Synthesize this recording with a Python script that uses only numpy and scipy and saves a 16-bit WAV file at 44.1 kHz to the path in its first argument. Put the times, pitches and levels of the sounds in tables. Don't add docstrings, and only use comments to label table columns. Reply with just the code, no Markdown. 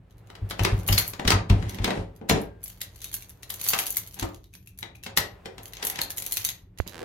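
import sys
import numpy as np
from scipy import signal
from scipy.fft import rfft, irfft, next_fast_len
from scipy.io import wavfile

SR = 44100
rng = np.random.default_rng(int(sys.argv[2]) if len(sys.argv) > 2 else 0)


def file_out(sig):
    cols = np.atleast_2d(sig).T
    lim = np.clip(cols, -1, 1)
    pcm = np.round(lim * 32767).astype(np.int16)
    wavfile.write(sys.argv[1], SR, pcm)


N = 310464
TIME = np.arange(N) / SR
BAND_HZ = np.geomspace(170, 15000, 16)
BAND_STEP = np.sqrt(BAND_HZ[1] / BAND_HZ[0])

# start in seconds, relative level in dB.
THUDS = [(0.417, -27.5), (0.603, -17), (0.723, -16.5), (0.897, -15), (1.255, -19.5), (1.333, -17.5),
         (1.502, -8.5), (1.573, -27.5), (1.799, -23.5), (1.975, -26), (2.318, -22.5), (4.219, -31),
         (5.172, -37.5)]
# pitch in Hz, relative level in dB, typical time to fall 60 dB in seconds.
KEY_MODES = [(2960, -19.5, 0.092), (3470, -27, .08), (3980, -20, 0.13), (4470, -3.5, .08),
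             (5200, -18, 0.067), (5600, -19, 0.087), (6100, -6.5, 0.15), (7000, -9, 0.1), (10000, -10, .09),
             (11160, -4, .15), (11900, -6, 0.1), (11300, -3.5, 0.074), (11950, -10, 0.3),
             (12900, -4.5, .08), (13010, -3, 0.096), (13700, -8.5, .08), (14320, 1.5, 0.13),
             (14900, -4.5, .06), (15600, -17, .07)]
# pitch in Hz, relative level in dB,
# typical time to fall 60 dB in seconds.
FOB_MODES = [(2010, 2.5, 0.027), (2785, -6.5, 0.031), (3880, -6.5, 0.15), (4740, -3.5, 0.02),
             (6230, 12, 0.017)]
# pitch in Hz, width in Hz, relative gain in dB.
FRAME_MODES = [(248, 8.2, -16.5), (296.6, 12, 2), (420.5, 36, 4.5), (568, 7.7, -1), (797, 140, -5),
               (1340, 17, -35), (1890, 360, -1.5), (3870, 42, 0)]
# frequency in Hz, relative level in dB.
CLINK_COLOUR = [(170, -30.5), (700, -26), (1500, -19), (2600, -11.5), (4000, -9.5), (6300, -11),
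                (8200, -11.5), (11500, -5), (15000, -12)]


def amp(db):
    return 10 ** (np.asarray(db) / 20)


def unit(x):
    return x / np.sqrt(np.mean(x ** 2) + 1e-20)


def at_hz(points, hz):
    point_hz, value = np.transpose(points)
    return np.interp(np.log(np.maximum(hz, 1)), np.log(point_hz), value)


def level(curve, column=1):
    points = np.array(curve)
    return amp(np.interp(TIME, points[:, 0], points[:, column], left=-200, right=-200))


def pan(db):
    return amp([[db / 2], [-db / 2]])


def add(out, s, sound):
    i = int(np.clip(round(s * SR), 0, N - 1))
    out[..., i:i + sound.shape[-1]] += sound[..., :N - i]


def pair(two, alike):
    c = np.clip(alike, -1, 1)
    shared = np.sqrt(1 + c) * two[0]
    opposed = np.sqrt(1 - c) * two[1] * np.array([[1], [-1]])
    return (shared + opposed) / np.sqrt(2)


def right_late(x, lag_s=0.00013):
    return np.array([x[0], np.interp(TIME - lag_s, TIME, x[1])])


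def bass_together(x, below_hz=330):
    mid, side = (x[0] + x[1]) / 2, (x[0] - x[1]) / 2
    side = signal.sosfilt(signal.butter(1, below_hz, "high", fs=SR, output="sos"), side)
    return np.array([mid + side, mid - side])


def coloured(x, spectrum):
    size = next_fast_len(N)
    gains = amp(at_hz(spectrum, np.fft.rfftfreq(size, 1 / SR)))
    return unit(irfft(rfft(x, size) * gains, size)[..., :N])


def noise_bank(alike, size=32768, shared_below_hz=380):
    bands = []
    for hz in BAND_HZ:
        band_alike = alike + (1 - alike) * np.exp(-(hz / shared_below_hz) ** 2)
        white = pair(rng.standard_normal((2, size)), band_alike)
        edges = [hz / BAND_STEP, hz * BAND_STEP]
        bands.append(unit(signal.sosfilt(signal.butter(2, edges, "band", fs=SR, output="sos"), white)))
    return np.array(bands)


def dying(t60, size):
    return amp(-60 * np.arange(size) / SR / np.reshape(t60, (-1, 1)))


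def burst(bank, band_db, envelope, place):
    size = envelope.shape[-1]
    i = int(place * (bank.shape[-1] - size))
    return np.einsum("bct,bt->ct", bank[..., i:i + size], amp(band_db)[:, None] * envelope)


def ring(clicks, hz, t60):
    r, w = amp(-60 / (t60 * SR)), 2 * np.pi * hz / SR
    return signal.lfilter([0, np.sin(w)], [1, -2 * r * np.cos(w), r * r], clicks + 1e-18)


def resonate(x, modes):
    out = 0
    for hz, width, db in modes:
        r = np.exp(-np.pi * width / SR)
        feedback = [1, -2 * r * np.cos(2 * np.pi * hz / SR), r * r]
        out = out + amp(db) * (1 - r * r) / 2 * signal.lfilter([1, 0, -1], feedback, x + 1e-18)
    return out


def grains(per_s, spread_db):
    sizes = amp(spread_db * np.minimum(rng.exponential(1, N), 3)) * rng.choice([-1, 1], N)
    return unit(sizes * (rng.random(N) < per_s / SR))


def gesture(start, length, attack_s, t60):
    attack = np.clip((TIME - start) / attack_s, 0, 1)
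    return attack * amp(-60 * np.clip((TIME - start - length) / t60, 0, 3))


def chime(modes, uneven_db, detune, size=8000):
    hz, db, t60 = np.transpose(modes)
    shift, damp, strength, *sides = rng.standard_normal((7, len(hz)))
    turn = np.float32(2 * np.pi * (hz * (1 + detune * shift))[:, None] * TIME[:size])
    fade = np.exp(np.float32(-np.log(1000) * TIME[:size] / (t60 * amp(damp))[:, None]))
    weights = np.array(sides) * amp(db + uneven_db * strength)
    out = weights[:2] @ (np.sin(turn) * fade) + weights[2:] @ (np.cos(turn) * fade)
    return out / np.sqrt(np.sum(out ** 2, axis=1, keepdims=True))


def chatter(rise_s, rough_db, size):
    knots = rng.standard_normal(size // 64 + 2)
    flutter = np.interp(np.arange(size) / 64, np.arange(len(knots)), knots)
    settling = np.exp(-TIME[:size] / 0.024)
    return (1 - np.exp(-TIME[:size] / rise_s)) * amp(rough_db * flutter * settling)


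def bearing(s):
    # time in seconds, left-right difference in dB.
    turning = [(6.55, 3.5), (6.87, -5)]
    return np.interp(s, *np.transpose(turning))


def background(shudder_db=-4, rustle_db=-2, shudder_top_hz=300):
    # frequency in Hz, relative level in dB.
    shudder_colour = [(13, -32.5), (22, -13), (48, 6.5), (70, -1.5), (103, 6.5), (115, 6.5), (136, -11),
                      (184, 1), (216, -25.5), (236, -14), (324, -11), (407, -11.5), (450, -14),
                      (580, -44.5), (990, -120)]
    # frequency in Hz, relative level in dB.
    rustle_colour = [(100, -21), (200, -7.5), (450, -1), (1000, -8.5), (2500, -16.5), (6000, -32),
                     (16000, -35.5)]
    # time in seconds, relative level in dB.
    rustle_curve = [(0.0, -67), (0.45, -51.5), (0.78, -44.5), (1.33, -56.5), (2.6, -61.5), (3.37, -61),
                    (3.75, -47), (4.5, -80), (5.4, -55), (6.3, -51.5), (6.7, -72), (7.04, -41.5)]
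    rest_db, kick_db, kick_t60_s = -47, -3, 0.43
    low = coloured(pair(rng.standard_normal((2, N)), alike=0.99), shudder_colour)
    low = signal.sosfilt(signal.butter(2, [28, shudder_top_hz], "band", fs=SR, output="sos"), low)
    high = coloured(pair(rng.standard_normal((2, N)), alike=0.39), rustle_colour)
    shudder = amp(rest_db) + sum(amp(db + kick_db) * gesture(s, 0, 0.0051, kick_t60_s) for s, db in THUDS)
    return amp(shudder_db) * shudder * right_late(low) + amp(rustle_db) * level(rustle_curve) * high


def hall(x, wet_db=-5, gap_s=.005):
    # frequency in Hz, time to fall 60 dB in seconds.
    hall_t60 = [(200, 0.35), (500, 0.36), (1200, 0.33), (3000, .27), (7000, 0.22), (15000, 0.099)]
    # frequency in Hz, relative level in dB.
    hall_colour = [(200, -1.5), (600, 5), (2000, -1), (6000, -1.5), (9000, -2), (15000, 4)]
    colour = at_hz(hall_colour, BAND_HZ) + 10 * np.log10(BAND_HZ)
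    tail = burst(noise_bank(alike=0.13), colour, dying(at_hz(hall_t60, BAND_HZ), size=22000), .5)
    tail = tail / np.sqrt(np.sum(tail ** 2) / 2)
    out = np.zeros((2, N))
    add(out, gap_s, signal.oaconvolve(x, tail, axes=1)[:, :N])
    return amp(wet_db) * out


def tap(start_s=6.8012, tap_db=-17, dull_hz=2600, boom_hz=84, boom_t60=0.059, boom_db=-7, pan_db=-24.5):
    click = np.zeros(N)
    add(click, start_s, amp([tap_db]))
    treble_cut = signal.butter(4, dull_hz, fs=SR, output="sos")
    knock = signal.sosfilt(treble_cut, ring(click, 1500, 0.0014) + ring(click, 490, 0.0036))
    return (knock + amp(boom_db) * ring(click, boom_hz, boom_t60)) * pan(pan_db)


def creak(gain_db=9, uneven_db=2):
    # time in seconds, slips per second, relative level in dB.
    slip_curve = [(6.905, 110, -31), (6.948, 89, -19), (6.992, 77, -19.5), (7.04, 85, -18.5)]
    # pitch in Hz, width in Hz, relative gain in dB.
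    creak_modes = [(200, 290, 1), (650, 1400, -6), (1590, 290, -5), (2800, 460, -14), (3880, 900, -24)]
    s, per_s, _ = np.transpose(slip_curve)
    rate = np.interp(TIME, s, per_s) * (TIME > s[0])
    slips = np.diff(np.floor(np.cumsum(rate) / SR), prepend=0)
    slips = slips * amp(uneven_db * rng.standard_normal(N)) * level(slip_curve, column=2)
    return amp(gain_db) * resonate(slips, creak_modes) * pan(-9.5)


def panel(push_s=0.0081, rebound_s=0.0192, rebound_db=-0.5):
    # pitch in Hz, relative level in dB, time to fall 60 dB in seconds.
    panel_modes = [(51, -9, 0.13), (84.4, -4.5, 0.19), (101.8, 0.5, .16), (98.04, -13.5, 0.56),
                   (171.1, -10.5, 0.56), (192.3, -10.5, 0.17)]
    pushes, t = np.zeros(N), np.arange(SR // 20) / SR
    push = t * np.exp(-t * 2 * np.pi / push_s)
    push = push / push.sum()
    for s, db in THUDS:
        add(pushes, s, amp(db) * push)
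        add(pushes, s + rebound_s, amp(db + rebound_db) * push)
    pushes = signal.sosfilt(signal.butter(2, 42, "high", fs=SR, output="sos"), pushes)
    return sum(amp(db) * ring(pushes, hz, t60) for hz, db, t60 in panel_modes) * pan(1.0)


def swing(t):
    # time of its height in seconds, rise in seconds, fall in seconds, relative level in dB.
    swings = [(0.92, 0.14, .22, -29), (2.65, 0.029, 0.17, -40), (3.14, 0.17, .11, -36.5),
              (3.714, 0.17, 0.37, -27.5), (6.43, 0.21, 0.11, -33)]
    depth_db = 22.5
    vigour = 0
    for s, rise, fall, db in swings:
        vigour = vigour + amp(db - depth_db * np.maximum((s - t) / rise, (t - s) / fall))
    return vigour


def stirring(per_s=45, spread_db=13.5, gain_db=-8):
    # start in seconds, length in seconds, relative level in dB.
    grips = [(0.153, 0.19, -74.5), (2.954, 0.47, -57), (4.022, 0.31, -52), (4.424, 0.64, -50.5),
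             (5.58, 0.29, -45)]
    strength = sum(amp(db) * gesture(s, length, 0.0091, .1) for s, length, db in grips)
    return amp(gain_db) * grains(per_s, spread_db) * strength


def jingle(per_s, tick_db, ring_db, fob_db, count):
    bank, out = noise_bank(alike=0.15), np.zeros((2, N))
    touches = grains(per_s, 3.8) * swing(TIME) + stirring()
    dealt = rng.integers(0, count, N)
    for k in range(count):
        tick = burst(bank, at_hz(CLINK_COLOUR, BAND_HZ), dying(0.0089, size=800), rng.random())
        key = amp(ring_db) * chime(KEY_MODES, uneven_db=3.5, detune=.009)
        add(key, 0, amp(fob_db) * chime(FOB_MODES, uneven_db=3.5, detune=.08, size=3000))
        add(key, 0, amp(tick_db) * tick / np.sqrt(np.sum(tick ** 2) / 2))
        for i in np.flatnonzero(touches * (dealt == k)):
            add(out, i / SR, touches[i] * key)
    return out


def key_touches(offset_db=-2, scatter_db=2.0, count=3):
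    # start in seconds, relative level in dB, relative level under 7 kHz in dB.
    clinks = [(0.108, -59, -55.5), (0.181, -54, -60), (0.272, -57, -56), (0.499, -32, -38),
              (0.578, -52, -62), (0.635, -27.5, -28), (0.878, -17.5, -38), (0.887, -20, -36),
              (0.927, -17, -27), (0.984, -9.5, -27.5), (1.078, -20, -49), (1.694, -30.5, -33.5),
              (1.745, -35, -35), (2.162, -47, -55), (2.294, -18.5, -21.5), (2.415, -34.5, -56.5),
              (2.639, -25, -55), (2.679, -29, -48), (2.815, -23.5, -30.5), (2.959, -41, -47),
              (3.017, -32, -35.5), (3.043, -25.5, -33), (3.141, -19, -32.5), (3.223, -37, -41.5),
              (3.294, -36, -48), (3.431, -35.5, -35.5), (3.503, -22, -49), (3.54, -25.5, -37.5),
              (3.613, -22, -32), (3.641, -20, -38), (3.687, -9, -27), (3.79, -14.5, -34),
              (3.866, -19.5, -26.5), (3.904, -17, -49), (3.969, -12.5, -26.5), (4.074, -34.5, -48),
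              (4.142, -33, -43.5), (4.196, -26, -26.5), (4.228, -32, -37), (4.345, -44, -44),
              (4.441, -54, -51.5), (4.538, -42, -46.5), (4.673, -39, -49), (4.788, -31, -41),
              (4.955, -45.5, -51), (5.036, -34, -35), (5.175, -10.5, -23), (5.632, -36, -50.5),
              (5.68, -39.5, -49), (5.734, -35.5, -34), (5.769, -42.5, -33.5), (5.85, -16, -34),
              (5.869, -16, -26.5), (5.899, -19.5, -28.5), (5.958, -36, -28), (6.016, -17, -23.5),
              (6.104, -23, -31.5), (6.173, -24, -36.5), (6.181, -18.5, -30.5), (6.222, -25.5, -32.5),
              (6.263, -20, -30), (6.322, -14, -28), (6.37, -16.5, -21.5), (6.449, -13, -22.5),
              (6.489, -21.5, -23), (6.786, -38.5, -36), (6.876, -33.5, -33.5)]
    graze_s, graze_loss_db = 0.0086, 13
    rebound_s, rebound_loss_db = .014, 9.5
    gripped_ring_db, swing_ring_db = -14.5, 16.5
    rows, fullest = [], swing(TIME).max()
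    for s, db, under_db in clinks:
        ring_db = gripped_ring_db + swing_ring_db * np.sqrt(swing(s) / fullest)
        run = [(s - graze_s * (.5 + rng.random()), graze_loss_db)]
        for k in range(count):
            run.append((s, k * rebound_loss_db))
            s = s + rebound_s * (.5 + rng.random())
        for at, loss_db in run:
            pan_db = bearing(at) + offset_db + scatter_db * rng.standard_normal()
            rows.append((at, db - loss_db, under_db - loss_db, ring_db, pan_db))
    return rows


def fobs(touches, gain_db=14, detune=.08):
    out = np.zeros((2, N))
    for s, _, under_db, _, pan_db in touches:
        notes = chime(FOB_MODES, uneven_db=7.5, detune=detune, size=3000)
        add(out, s, pan(pan_db / 2) * amp(under_db + gain_db) * notes)
    return out


def keys(tick_t60=0.016, tick_db=-2, low_db=2, modes_db=16, rise_s=0.00032, rough_db=2.0,
         onset_s=0.0016, onset_db=-20, tint_db=4, bounce_s=.005, bounce_db=-7):
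    # pitch in Hz, width in Hz, relative gain in dB.
    gripped_modes = [(2800, 300, -7.5), (3820, 1000, -0.5), (6320, 720, 4.5), (11100, 190, 2),
                     (11670, 840, 1), (12230, 220, 5.5)]
    bank, ticks, rings = noise_bank(alike=0.13), np.zeros((2, N)), np.zeros((2, N))
    tick = dying(tick_t60, size=2400)
    swell = np.exp(-TIME[:900] / onset_s)[None, ::-1]
    touches = key_touches()
    for s, db, under_db, ring_db, pan_db in touches:
        colour = at_hz([(5500, under_db + low_db), (9000, db)], BAND_HZ)
        colour = colour + at_hz(CLINK_COLOUR, BAND_HZ) + tick_db
        rattle = tick * chatter(rise_s, rough_db, size=2400)
        rattle *= np.sqrt(np.sum(tick ** 2) / np.sum(rattle ** 2))
        onset = burst(bank, colour + onset_db, swell, rng.random())
        add(ticks, s - swell.size / SR, pan(pan_db) * onset)
        add(ticks, s, pan(pan_db) * burst(bank, colour, rattle, rng.random()))
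        tint = tint_db * rng.uniform(-1, 1, len(BAND_HZ))
        bounce = burst(bank, colour + tint + bounce_db, tick, rng.random())
        add(ticks, s + bounce_s * (.5 + rng.random()), pan(pan_db) * bounce)
        tone = chime(KEY_MODES, uneven_db=7, detune=0.014)
        add(rings, s, pan(pan_db / 2) * amp(db + ring_db + modes_db) * tone)
    return ticks + resonate(ticks, gripped_modes) + rings + fobs(touches)


def spring(start_s=2.3, hz=1600, db=-53, t60_s=0.99):
    flick = np.zeros(N)
    add(flick, start_s, amp([db]))
    return ring(flick, hz, t60_s)


def sliding(body_db=-5, rasp_db=-7, attack_s=0.015, t60_s=.22):
    # start in seconds, length in seconds,
    # relative level of the body in dB, relative level of the rasp in dB.
    strokes = [(0.59, .12, -44, -35), (1.194, 0.18, -34.5, -51.5), (1.512, 0.25, -40, -43),
               (1.81, .17, -32, -37), (2.301, 0.077, -25.5, -34), (3.736, 0.037, -64.5, -34),
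               (4.158, 0.076, -45, -41.5), (5.781, 0.24, -51, -40)]
    # frequency in Hz, relative level in dB.
    slide_low = [(88, -29.5), (150, 4.5), (179, 5), (395, -4.5), (482, -7), (560, -9.5), (1100, -20.5),
                 (1430, -46.5), (2420, -120)]
    # frequency in Hz, relative level in dB.
    slide_high = [(470, -25.5), (800, 5), (1170, -7), (1920, -2), (4520, -10.5), (6220, -15.5),
                  (7830, -17.5), (11000, -21), (14300, -31), (22000, -120)]
    body = coloured(pair([grains(900, 7.8), grains(830, 3)], alike=1.0), slide_low)
    body = unit(body + resonate(body, FRAME_MODES))
    rasp = coloured(pair([grains(1600, 3.2), grains(1500, 1.6)], alike=.1), slide_high)
    moves = np.array([gesture(s, length, attack_s, t60_s) for s, length, _, _ in strokes])
    shaking, rasping = amp(np.array(strokes)[:, 2:].T) @ moves
    return amp(body_db) * shaking * body + amp(rasp_db) * rasping * rasp * pan(2.5)


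def pitched(table, gain_db, spread, count=8):
    out = np.zeros((2, N))
    for s, db, hz, t60 in table:
        cluster = chime([(hz, 0, max(t60, .01))] * count, uneven_db=0, detune=spread)
        add(out, s, amp(db + gain_db) * cluster / np.abs(cluster).max())
    return out


def knocks():
    # start in seconds, relative peak in dB, middle pitch in Hz,
    # typical time to fall 60 dB in seconds.
    knock_list = [(0.65, -12.5, 402, 0.16), (1.318, -10.5, 1218, 0.12), (1.905, -35, 282, 0.18),
                  (2.311, -14, 151, 0.17), (2.333, -14, 189.5, 0.19), (3.734, -12, 1234, 0.034),
                  (4.227, -19, 343, 0.13), (4.227, -18.5, 1055, 0.033), (5.457, -25, 486, 0.16),
                  (5.83, -25.5, 457, 0.17), (7.013, -21.5, 467, 0.11)]
    return pitched(knock_list, gain_db=-7.0, spread=.11)


def pings():
    # start in seconds, relative peak in dB, middle pitch in Hz,
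    # typical time to fall 60 dB in seconds (at least 0.01 is used).
    ping_list = [(0.594, -19, 2800, 0.029), (0.889, -15, 2850, 0.023), (0.927, -13.5, 5000, 0.035),
                 (0.978, -9.5, 4380, 0.008), (4.537, -43, 2470, 0.036), (4.673, -43.5, 2660, 0.029),
                 (4.829, -24, 3870, 0.012), (4.952, -42, 2480, 0.016), (5.035, -38.5, 2690, 0.027),
                 (6.016, -13, 4240, 0.011)]
    return pitched(ping_list, gain_db=-1.5, spread=.04, count=5) * pan(7.3)


def lock(crack_t60=0.03, gain_db=4, frame_db=-5, rise_s=0.00039, rough_db=3, steel_db=13, spike_db=4,
         onset_s=0.0032, onset_db=-9, top_loss_db=10, top_follows=0.15):
    # start in seconds, relative level of steel in dB,
    # relative level of door in dB, ring of the door against the crack in dB.
    clacks = [(0.301, -49.5, -46.5, -9), (0.352, -51.5, -61, 4), (0.509, -31.5, -39, -6),
              (0.593, -33, -33, -5), (0.649, -19, -20, -15.5), (0.886, -28.5, -24.5, -12),
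              (0.925, -22, -39.5, -7), (0.979, -18, -33, -12.5), (1.135, -35.5, -42.5, -14),
              (1.196, -36, -24.5, -14.5), (1.251, -32.5, -25.5, -17), (1.277, -16.5, -31, -8.5),
              (1.304, -13.5, -21, -16), (1.318, -19, -24.5, -12), (1.498, -32, -33.5, 2),
              (1.625, -42.5, -37, -11), (1.785, -42.5, -38.5, -1.5), (1.844, -22, -28, -5.5),
              (1.877, -33.5, -26.5, -3.5), (1.905, -34.5, -30, 0), (2.213, -69.5, -41, 4),
              (2.297, -15, -17.5, -31), (2.311, -30.5, -17.5, -11.5), (2.333, -40, -35, -23),
              (2.814, -31.5, -77, -8.5), (3.501, -33, -52.5, -11.5), (3.734, -21.5, -34, -8.5),
              (3.788, -30, -48, 1), (4.225, -29.5, -29, -14), (4.828, -36.5, -39.5, -11.5),
              (5.062, -36, -44.5, -2), (5.173, -16.5, -32.5, -4.5), (5.457, -37.5, -39.5, -11),
              (5.581, -45, -49, -1.5), (5.826, -29, -43, -2.5), (5.989, -25.5, -35.5, -14),
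              (6.864, -54.5, -35.5, -22)]
    # frequency in Hz, relative level in dB.
    clack_colour = [(170, -10.5), (400, -15.5), (800, -12.5), (1300, -11), (2500, -9), (4000, -8),
                    (6000, -9.5), (8000, -7.5), (12000, -8), (15000, -10.5)]
    # frequency in Hz, time to fall 60 dB in seconds.
    door_t60 = [(200, 0.25), (500, 0.41), (1200, 0.1), (3000, 0.075), (8000, 0.024), (15000, 0.03)]
    # pitch in Hz, relative level in dB,
    # typical time to fall 60 dB in seconds.
    steel_modes = [(1975, -3, 0.019), (2364, -8, .025), (2700, -13.5, 0.023), (3870, 5.5, 0.016),
                   (4200, -20.5, 0.0053), (5000, -18, .04), (5750, -6, 0.075), (6810, -1.5, 0.094)]
    bank, out = noise_bank(alike=0.15), np.zeros((2, N))
    crack = dying(crack_t60 * (3000 / BAND_HZ) ** 0.14, size=11000)
    door = dying(at_hz(door_t60, BAND_HZ), size=11000)
    swell = np.exp(-TIME[:900] / onset_s)[None, ::-1]
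    spike = np.diff(ring(signal.unit_impulse(128), 1600, .0009), prepend=0)
    for s, hard_db, door_db, ring_db in clacks:
        top_db = hard_db - top_loss_db + top_follows * (hard_db - door_db)
        colour = at_hz([(350, door_db), (4000, hard_db), (11000, top_db)], BAND_HZ)
        colour = colour + at_hz(clack_colour, BAND_HZ) + gain_db
        envelope = (crack + amp(ring_db) * door) * chatter(rise_s, rough_db, size=11000)
        hit = burst(bank, colour, envelope, rng.random())
        add(hit, .001, amp(hard_db + steel_db) * chime(steel_modes, uneven_db=13, detune=0.027))
        add(hit, .002, amp(hard_db + spike_db) * spike / spike.max())
        add(out, s, pan(bearing(s)) * hit)
        onset = burst(bank, colour + onset_db, swell, rng.random())
        add(out, s - swell.size / SR, pan(bearing(s)) * onset)
    return out + amp(frame_db) * resonate(out, FRAME_MODES)


def scene(keys_wet_db=-2, seal_wet_db=-6):
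    door = right_late(lock() + sliding() + spring(), lag_s=0.00036)
    door = door + knocks() + pings()
    bunch = keys() + jingle(per_s=160, tick_db=-6.5, ring_db=-8, fob_db=-15, count=20)
    seal = creak()
    echoes = hall(door + amp(keys_wet_db) * bunch + amp(seal_wet_db) * seal)
    heard = bass_together(door + bunch + seal + echoes)
    return heard + right_late(panel(), lag_s=0.00019) + tap() + background()


def record(dry, cutoff_hz=16100):
    top_cut = signal.ellip(10, .1, 80, cutoff_hz, fs=SR, output="sos")
    return signal.sosfilt(top_cut, np.clip(dry, -.8, .8))


dry = scene()
out = record(dry)
file_out(out)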